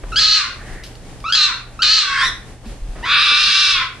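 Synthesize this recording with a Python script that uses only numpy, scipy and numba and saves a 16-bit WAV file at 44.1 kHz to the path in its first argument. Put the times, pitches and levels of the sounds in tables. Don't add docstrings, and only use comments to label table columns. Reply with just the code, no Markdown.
import sys
import numpy as np
from scipy import signal
from scipy.fft import rfft, irfft
from scipy.io import wavfile
from scipy.ndimage import uniform_filter1d, minimum_filter1d, map_coordinates
from numba import njit

SR = 44100
rng = np.random.default_rng(int(sys.argv[2]) if len(sys.argv) > 2 else 0)


def dump(signal):
    limited = np.clip(np.atleast_2d(signal).T, -1, 1)
    pcm = np.round(limited * 32767).astype(np.int16)
    wavfile.write(sys.argv[1], SR, pcm)


N = 176400

# time_s, lower_fold_hz, upper_fold_hz, level_db, mouth, roughness
SCREAMS = [
    [(.188, 1302, 1667, -12, 0.94, 1.1), (.24, 1278, 1677, -9, 0.96, 0.8),
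     (.31, 1259, 1651, -7.5, 1, 0.744), (.355, 1290, 1670, -4.5, 1, 0.885),
     (.40, 1213, 1622, -12.5, 0.55, 0.92), (.445, 1063, 1473, -23.5, 0.05, 0.77),
     (.475, 1033, 1423, -32.5, 0, 0.22)],
    [(1.349, 1329, 1631, -8, 0.85, 1.26), (1.365, 1262, 1602, -11, 0.9, 0.92),
     (1.395, 1231, 1560, -8.5, 0.88, 0.45), (1.445, 1183, 1519, -5.5, 0.87, 0.53),
     (1.472, 1153, 1496, -15.5, 0.62, 0.55), (1.50, 1009, 1397, -20.5, .1, 0.77),
     (1.53, 965, 1345, -27, 0, 0.516)],
    [(1.828, 1245, 1603, -11, 0.89, 0.97), (1.87, 1235, 1632, -12, 0.86, 0.62),
     (1.945, 1318, 1727, -4.5, 0.97, 0.93), (1.99, 1250, 1631, -5, 0.95, 1.25),
     (2.06, 1128, 1539, -16.5, 0.43, 0.6), (2.13, 1095, 1566, -17.5, 0.24, 0.63),
     (2.205, 1061, 1598, -16.5, 0.02, 1.1), (2.26, 994, 1333, -22.5, 0.24, 1.3)],
    [(3.05, 1094, 1336, -26, 0, 1), (3.115, 1156, 1426, -13, 0.38, 0.876),
     (3.2, 1182, 1470, -10, 0.64, 1.06), (3.28, 1169, 1484, -10.5, 0.68, 0.98),
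     (3.335, 1158, 1459, -7.5, 0.69, 0.65), (3.41, 1197, 1535, -7.5, 0.78, 0.86),
     (3.52, 1161, 1546, -9, 0.83, 0.84), (3.62, 1181, 1560, -7.5, 0.83, 0.743),
     (3.72, 1163, 1517, -9.5, 0.85, 0.77), (3.81, 1026, 1348, -18.5, 0.1, 0.64),
     (3.87, 1000, 1286, -34, 0, 0.93)],
]
FOLD_TONES = [(1, 0), (0, 1), (-1, 2), (2, 0), (1, 1), (0, 2), (3, 0), (2, 1), (1, 2), (3, 1), (2, 2),
              (1, 3), (4, 1), (3, 2), (4, 2), (3, 3)]
SHORT_TONE_DB = [4, 2, -3, -.5, 3, -4, 1.5, 3, 4, -2, -4.5, -10.5, -9, -10.5, -8.5, -17]
LONG_TONE_DB = [2.5, -4, -6.5, 3, 4.5, 0, 2, 2, -2.5, -0.5, -7, -4, -4.5, -32, -17, -20]
# shut_hz, open_hz, base_width_hz, shut_db, open_db
SHORT_THROAT = [(1480, 1230, 650, 0.5, -15), (2080, 2700, 1330, -11, -10.5), (3170, 4360, 1130, -17, -1),
                (4670, 6500, 1230, -14.5, -11), (8600, 7970, 1230, -28, -18.5)]
LONG_THROAT = [(1536, 1530, 580, 4, -11.5), (2460, 3023, 1060, -13, -1), (3570, 3580, 1406, -4.5, -2),
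               (4220, 4700, 1204, -20, 3.5), (8300, 9800, 2400, -33, -25)]
# centre_hz, width_hz, depth_share
SHORT_DIPS = [(2160, 360, 0.11), (3560, 280, 0)]
LONG_DIPS = [(2076, 450, 0.47), (3000, 180, 0.61)]
# time_s, pitch_hz, level_db
WHINES = [
    [(.119, 1460, -26.5), (.131, 1265, -18.5), (.142, 1452, -23.5), (.158, 1391, -31), (.1595, 1452, -10.5),
     (.175, 1647, -9), (.191, 1682, -9), (.203, 1620, -28)],
    [(1.241, 1140, -22), (1.271, 1352, -18), (1.279, 1280, -17.5), (1.305, 1470, -16.5), (1.322, 1452, -27),
     (1.3245, 1610, -2.5), (1.346, 1649, -2), (1.356, 1730, -19)],
    [(1.791, 1281, -21.5), (1.818, 1440, -22.5), (1.822, 1518, -6), (1.832, 1540, -13.5),
     (1.845, 1450, -26)],
]
SQUEAK = [(2.16, 1551, -28.5), (2.21, 1680, -15), (2.236, 1770, -15), (2.255, 1883, -14.5),
          (2.276, 1990, -17), (2.294, 1786, -18.5)]
YELP = [(3.026, 904, -32), (3.043, 990, -18.5), (3.066, 1074, -27)]
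SOFT_WHINE_DB = [-1.5, -12, -18, -24.5, -30, -58]
LOUD_WHINE_DB = [-12, -4.5, -4.5, -19.5, -32, -37.5]
SQUEAK_DB = [-5.5, -3.5, -12, -26, -25.5, -35]
YELP_DB = [-6.5, -4, -12.5, -18, -23.5, -29]
# start_s, base_level_db, decay_s, pitch_hz
BUMPS = [(0.035, -25.5, 0.035, 39), (0.111, -36.5, 0.056, 49), (0.904, -38.5, 0.0086, 264),
         (2.659, -32, 0.018, 223), (2.669, -31.5, 0.043, 44), (2.818, -22.5, 0.054, 37),
         (2.889, -22, 0.038, 34.4), (3.476, -35, .025, 207)]
# start_s, level_db, decay_s
KNOCKS = [(.036, -28, 0.0064), (.9, -48, 0.014), (2.645, -40, 0.021), (2.955, -37.5, 0.15),
          (3.313, -27.5, 0.017)]
SCRATCHES = [(.836, -34, 0.018), (.862, -45, 0.014), (.954, -35, 0.0025), (1.203, -38.5, 0.0039),
             (2.655, -46.5, 0.044)]
# frequency_hz, relative_db
BOARD_COLOUR = [(100, -8.5), (320, 1), (700, -3), (1400, -6.5), (3500, -21.5), (7000, -55), (12000, -58.5)]
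CLAW_COLOUR = [(800, -21.5), (2500, -3.5), (4700, 1), (7000, -11.5), (11000, -12.5)]
ROOM_COLOUR = [(15, -35.5), (25, 0), (70, -10), (115, -16), (249, -19.5), (418, -21.5), (682, -25.5),
               (776, -24), (861, -28.5), (1440, -33.5), (1600, -32.5), (1920, -33.5), (9760, -44.5),
               (12000, -53), (15600, -64), (22000, -120)]
# frequency_hz, side_over_mid_db
SPREAD = [(60, -10.5), (500, -14.5), (1300, -7.5), (4000, -2.5), (8000, 3)]
# frequency_hz, decay_s
ROOM_T60 = [(200, 0.11), (1200, 0.47), (2500, 0.37), (4500, 0.31), (10000, 0.31)]

LOW_JITTER, HIGH_JITTER, JITTER_RATE = 0.0224, 0.065, 420
WHINE_JITTER, SQUEAK_JITTER, YELP_JITTER = 0.01466, 0.027, 0.033
WAVER, WAVER_RATE = 0.003997, 45.8
DRIFT_RAD, DRIFT_RATE = 1.36, 12.3
FLUTTER, FLUTTER_RATE = 1.5, 800
SCREAM_SHUDDER_DB, WHINE_SHUDDER_DB, SHUDDER_RATE = 0.5, 0.8, 270
FOLD_DRIVE, SCREAM_AIR_DB, WHINE_AIR_DB = 1.27, 1, -16.5
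VOICE_LOW_HZ, PIERCE_WIDTH_HZ = 990, 330.0
TREBLE_CUT_HZ = 9720
SOFT_AT_DB, LOUD_AT_DB, EDGE_S = -20, -12, 0.0009
REVERB_DB, REVERB_ONSET_S, LEFT_LAG_S = -5, 0.0041, 0.000019
ROOM_TONE_DB, HUM_DB, HUM_HZ = -37, -45.5, 120
THRESHOLD, RATIO, ATTACK_S, RELEASE_S = 0.5024, 17, 0.0017, 0.13
CEILING, LOOK_AHEAD_S, TOP_HZ = 0.71, 0.00028, 12000


def screams(tables, tone_db, throat, dips, pierce=0):
    gate = sum(controls(rows)[0] for rows in tables)
    _, low_hz, high_hz, db, mouth, rough = controls([row for rows in tables for row in rows])
    voice = throat_ring(vocal_folds(low_hz, high_hz, rough, tone_db), mouth, throat)
    voice += pierce * mouth ** 2 * bandpass(voice, 2 * low_hz + high_hz, PIERCE_WIDTH_HZ)
    for hz, width, depth in dips:
        voice -= depth * bandpass(voice, np.full(N, float(hz)), float(width))
    band = signal.butter(8, [VOICE_LOW_HZ, TREBLE_CUT_HZ], "band", fs=SR, output="sos")
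    voice = signal.sosfilt(band, voice)
    voice /= np.sqrt(uniform_filter1d(voice ** 2, size=2048) + 1e-12)
    return voice * gate * undb(db + SCREAM_SHUDDER_DB * wander(SHUDDER_RATE))


def vocal_folds(low_hz, high_hz, rough, tone_db):
    waver = 1 + WAVER * wander(WAVER_RATE)
    low = fold_phase(low_hz * waver, LOW_JITTER * rough)
    high = fold_phase(high_hz * waver, HIGH_JITTER * rough)
    low_size = np.sqrt(undb(FLUTTER * rough * wander(FLUTTER_RATE)))
    high_size = undb(FLUTTER * rough * wander(FLUTTER_RATE))
    tones = np.zeros(N)
    for (m, n), db in zip(FOLD_TONES, tone_db):
        phase = m * low + n * high + DRIFT_RAD * wander(DRIFT_RATE)
        tones += undb(db) * (high_size if n else low_size) * np.sin(phase)
    colliding = unit(np.tanh(FOLD_DRIVE * unit(tones)))
    air = unit(rng.standard_normal(N) * (1 + np.sin(low)))
    return colliding + undb(SCREAM_AIR_DB) * rough * air


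def throat_ring(source, mouth, throat):
    voice = np.zeros(N)
    for k, (shut_hz, open_hz, width, shut_db, open_db) in enumerate(throat):
        hz = shut_hz + (open_hz - shut_hz) * mouth
        db = shut_db + (open_db - shut_db) * mouth
        voice += (-1) ** k * undb(db) * resonance(source, hz, 1.817 * width)
    return voice


def clean_voice(rows, soft_db, loud_db, jitter):
    gate, hz, db = controls(rows)
    phase = fold_phase(hz, jitter)
    press = np.clip((db - SOFT_AT_DB) / (LOUD_AT_DB - SOFT_AT_DB), 0, 1)
    tone = sum(undb(soft + (loud - soft) * press) * np.sin(k * phase)
               for k, (soft, loud) in enumerate(zip(soft_db, loud_db), 1))
    air = undb(WHINE_AIR_DB) * press * unit(resonance(rng.standard_normal(N), hz=4000, width_hz=2340))
    return gate * undb(db + WHINE_SHUDDER_DB * wander(SHUDDER_RATE)) * (tone + air)


def fold_phase(hz, jitter):
    return 2 * np.pi * np.cumsum(hz * (1 + jitter * wander(JITTER_RATE))) / SR


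def rattle(start_s=1.3265, length_s=0.028, pulse_hz=107, depth=0.95):
    age = np.maximum(times() - start_s, 0)
    return 1 - depth * (age < length_s) * np.abs(np.sin(np.pi * pulse_hz * age))


def wheeze(start_s=0.53, length_s=0.35, pitch_hz=1675, rise_hz_per_s=580, level_db=-43):
    age = np.clip(times() - start_s, 0, length_s)
    arch = np.sqrt(np.abs(np.sin(np.pi * age / length_s)))
    whistle = resonance(rng.standard_normal(N), pitch_hz + rise_hz_per_s * age, width_hz=650)
    return undb(level_db) * arch * unit(whistle)


def floor_contacts(rows, spectrum):
    noise = unit(colour(rng.standard_normal(N), spectrum))
    return noise * sum(strike(*row, rise_s=0.00025) for row in rows)


def floor_bumps():
    return sum(2 * strike(at, db, decay, rise_s=0.0019) * np.sin(2 * np.pi * hz * (times() - at))
               for at, db, decay, hz in BUMPS)


def reverb(x):
    response = diffuse(reverb_tail(), reverb_tail())
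    return undb(REVERB_DB) * signal.fftconvolve(x[None], response, axes=1)[:, :N]


def reverb_tail():
    t, hz = times()[:SR], np.fft.rfftfreq(SR, 1 / SR)
    centres_hz = 125 * 2. ** np.arange(8)
    spectrum = rfft(rng.standard_normal(SR))
    tail = np.zeros(SR)
    for centre, weights in zip(centres_hz, np.eye(8)):
        band = irfft(spectrum * on_log(list(zip(centres_hz, weights)), hz), SR)
        tail += band * np.exp(-np.log(1000) * t / on_log(ROOM_T60, centre))
    tail *= np.clip(t / REVERB_ONSET_S - 0.5, 0, 1)
    return tail / np.sqrt(np.sum(tail ** 2))


def room_tone():
    mid, side = (unit(colour(rng.standard_normal(N), ROOM_COLOUR)) for _ in range(2))
    hum = undb(HUM_DB) * np.sqrt(2) * np.sin(2 * np.pi * HUM_HZ * times())
    return undb(ROOM_TONE_DB + 2.03 * wander(rate=11)) * diffuse(mid, side) + hum


def diffuse(mid, side):
    side = colour(side, SPREAD)
    return np.array([mid + side, mid - side])


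def strike(start_s, db, decay_s, rise_s):
    age = np.maximum(times() - start_s, 0)
    return undb(db) * (1 - np.exp(-age / rise_s)) * np.exp(-age / decay_s)


def controls(rows):
    t = times()
    at, *columns = np.array(rows, float).T
    gate = np.clip((t - at[0]) / EDGE_S, 0, 1) * np.clip((at[-1] - t) / EDGE_S + 1, 0, 1)
    return [gate] + [np.interp(t, at, column) for column in columns]


def resonance(x, hz, width_hz):
    hz = hz * np.ones(N)
    return bandpass(bandpass(x, hz, float(width_hz)), hz, float(width_hz))


@njit
def bandpass(x, hz, width_hz):
    y, band, low = np.empty(len(x)), 0., 0.
    for i in range(len(x)):
        g, damping = np.tan(np.pi * hz[i] / SR), width_hz / hz[i]
        v = (band + g * (x[i] + 1e-18 - low)) / (1 + g * (g + damping))
        band, low = 2 * v - band, low + 2 * g * v
        y[i] = damping * v
    return y


@njit
def follow(x, attack, release):
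    y, level = np.empty(len(x)), 0.
    for i in range(len(x)):
        level += (x[i] - level) * (attack if x[i] > level else release)
        y[i] = level
    return y


def wander(rate):
    step = max(int(SR / rate), 2)
    spectrum = rfft(rng.standard_normal(N))
    return unit(irfft(spectrum / (1 + (2 * np.fft.rfftfreq(N) * step) ** 4), N))


def colour(x, points):
    return irfft(rfft(x) * undb(on_log(points, np.fft.rfftfreq(len(x), 1 / SR))), len(x))


def on_log(points, hz):
    point_hz, values = np.array(points, float).T
    return np.interp(np.log(hz + 1e-3), np.log(point_hz), values)


def undb(db):
    return 10 ** (np.asarray(db) / 20)


def unit(x):
    return x / np.sqrt(np.mean(x ** 2) + 1e-18)


def times():
    return np.arange(N) / SR


def scene():
    harsh = screams(SCREAMS[:-1], SHORT_TONE_DB, SHORT_THROAT, SHORT_DIPS, pierce=1.08)
    harsh += screams(SCREAMS[-1:], LONG_TONE_DB, LONG_THROAT, LONG_DIPS)
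    whines = sum(clean_voice(rows, SOFT_WHINE_DB, LOUD_WHINE_DB, WHINE_JITTER) for rows in WHINES)
    squeak = clean_voice(SQUEAK, SQUEAK_DB, SQUEAK_DB, SQUEAK_JITTER)
    yelp = clean_voice(YELP, YELP_DB, YELP_DB, YELP_JITTER)
    fox = harsh + rattle() * whines + squeak + yelp + wheeze()
    near = fox + floor_contacts(KNOCKS, BOARD_COLOUR) + floor_contacts(SCRATCHES, CLAW_COLOUR)
    left = map_coordinates(near, [np.arange(N) - LEFT_LAG_S * SR], mode="nearest")
    return np.array([left, near]) + reverb(near) + floor_bumps() + room_tone()


def record(dry):
    peak = np.abs(dry).max(axis=0) + 1e-9
    level = follow(peak, 1 / (ATTACK_S * SR), 1 / (RELEASE_S * SR))
    gain = np.minimum(THRESHOLD / level, 1) ** (1 - 1 / RATIO)
    gain = np.minimum(gain, CEILING / peak)
    span = 2 * int(LOOK_AHEAD_S * SR) + 1
    held = dry * uniform_filter1d(minimum_filter1d(gain, span), span)
    return signal.sosfilt(signal.ellip(8, 0.2, 80, TOP_HZ, fs=SR, output="sos"), held)


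dry = scene()
out = record(dry)
dump(out)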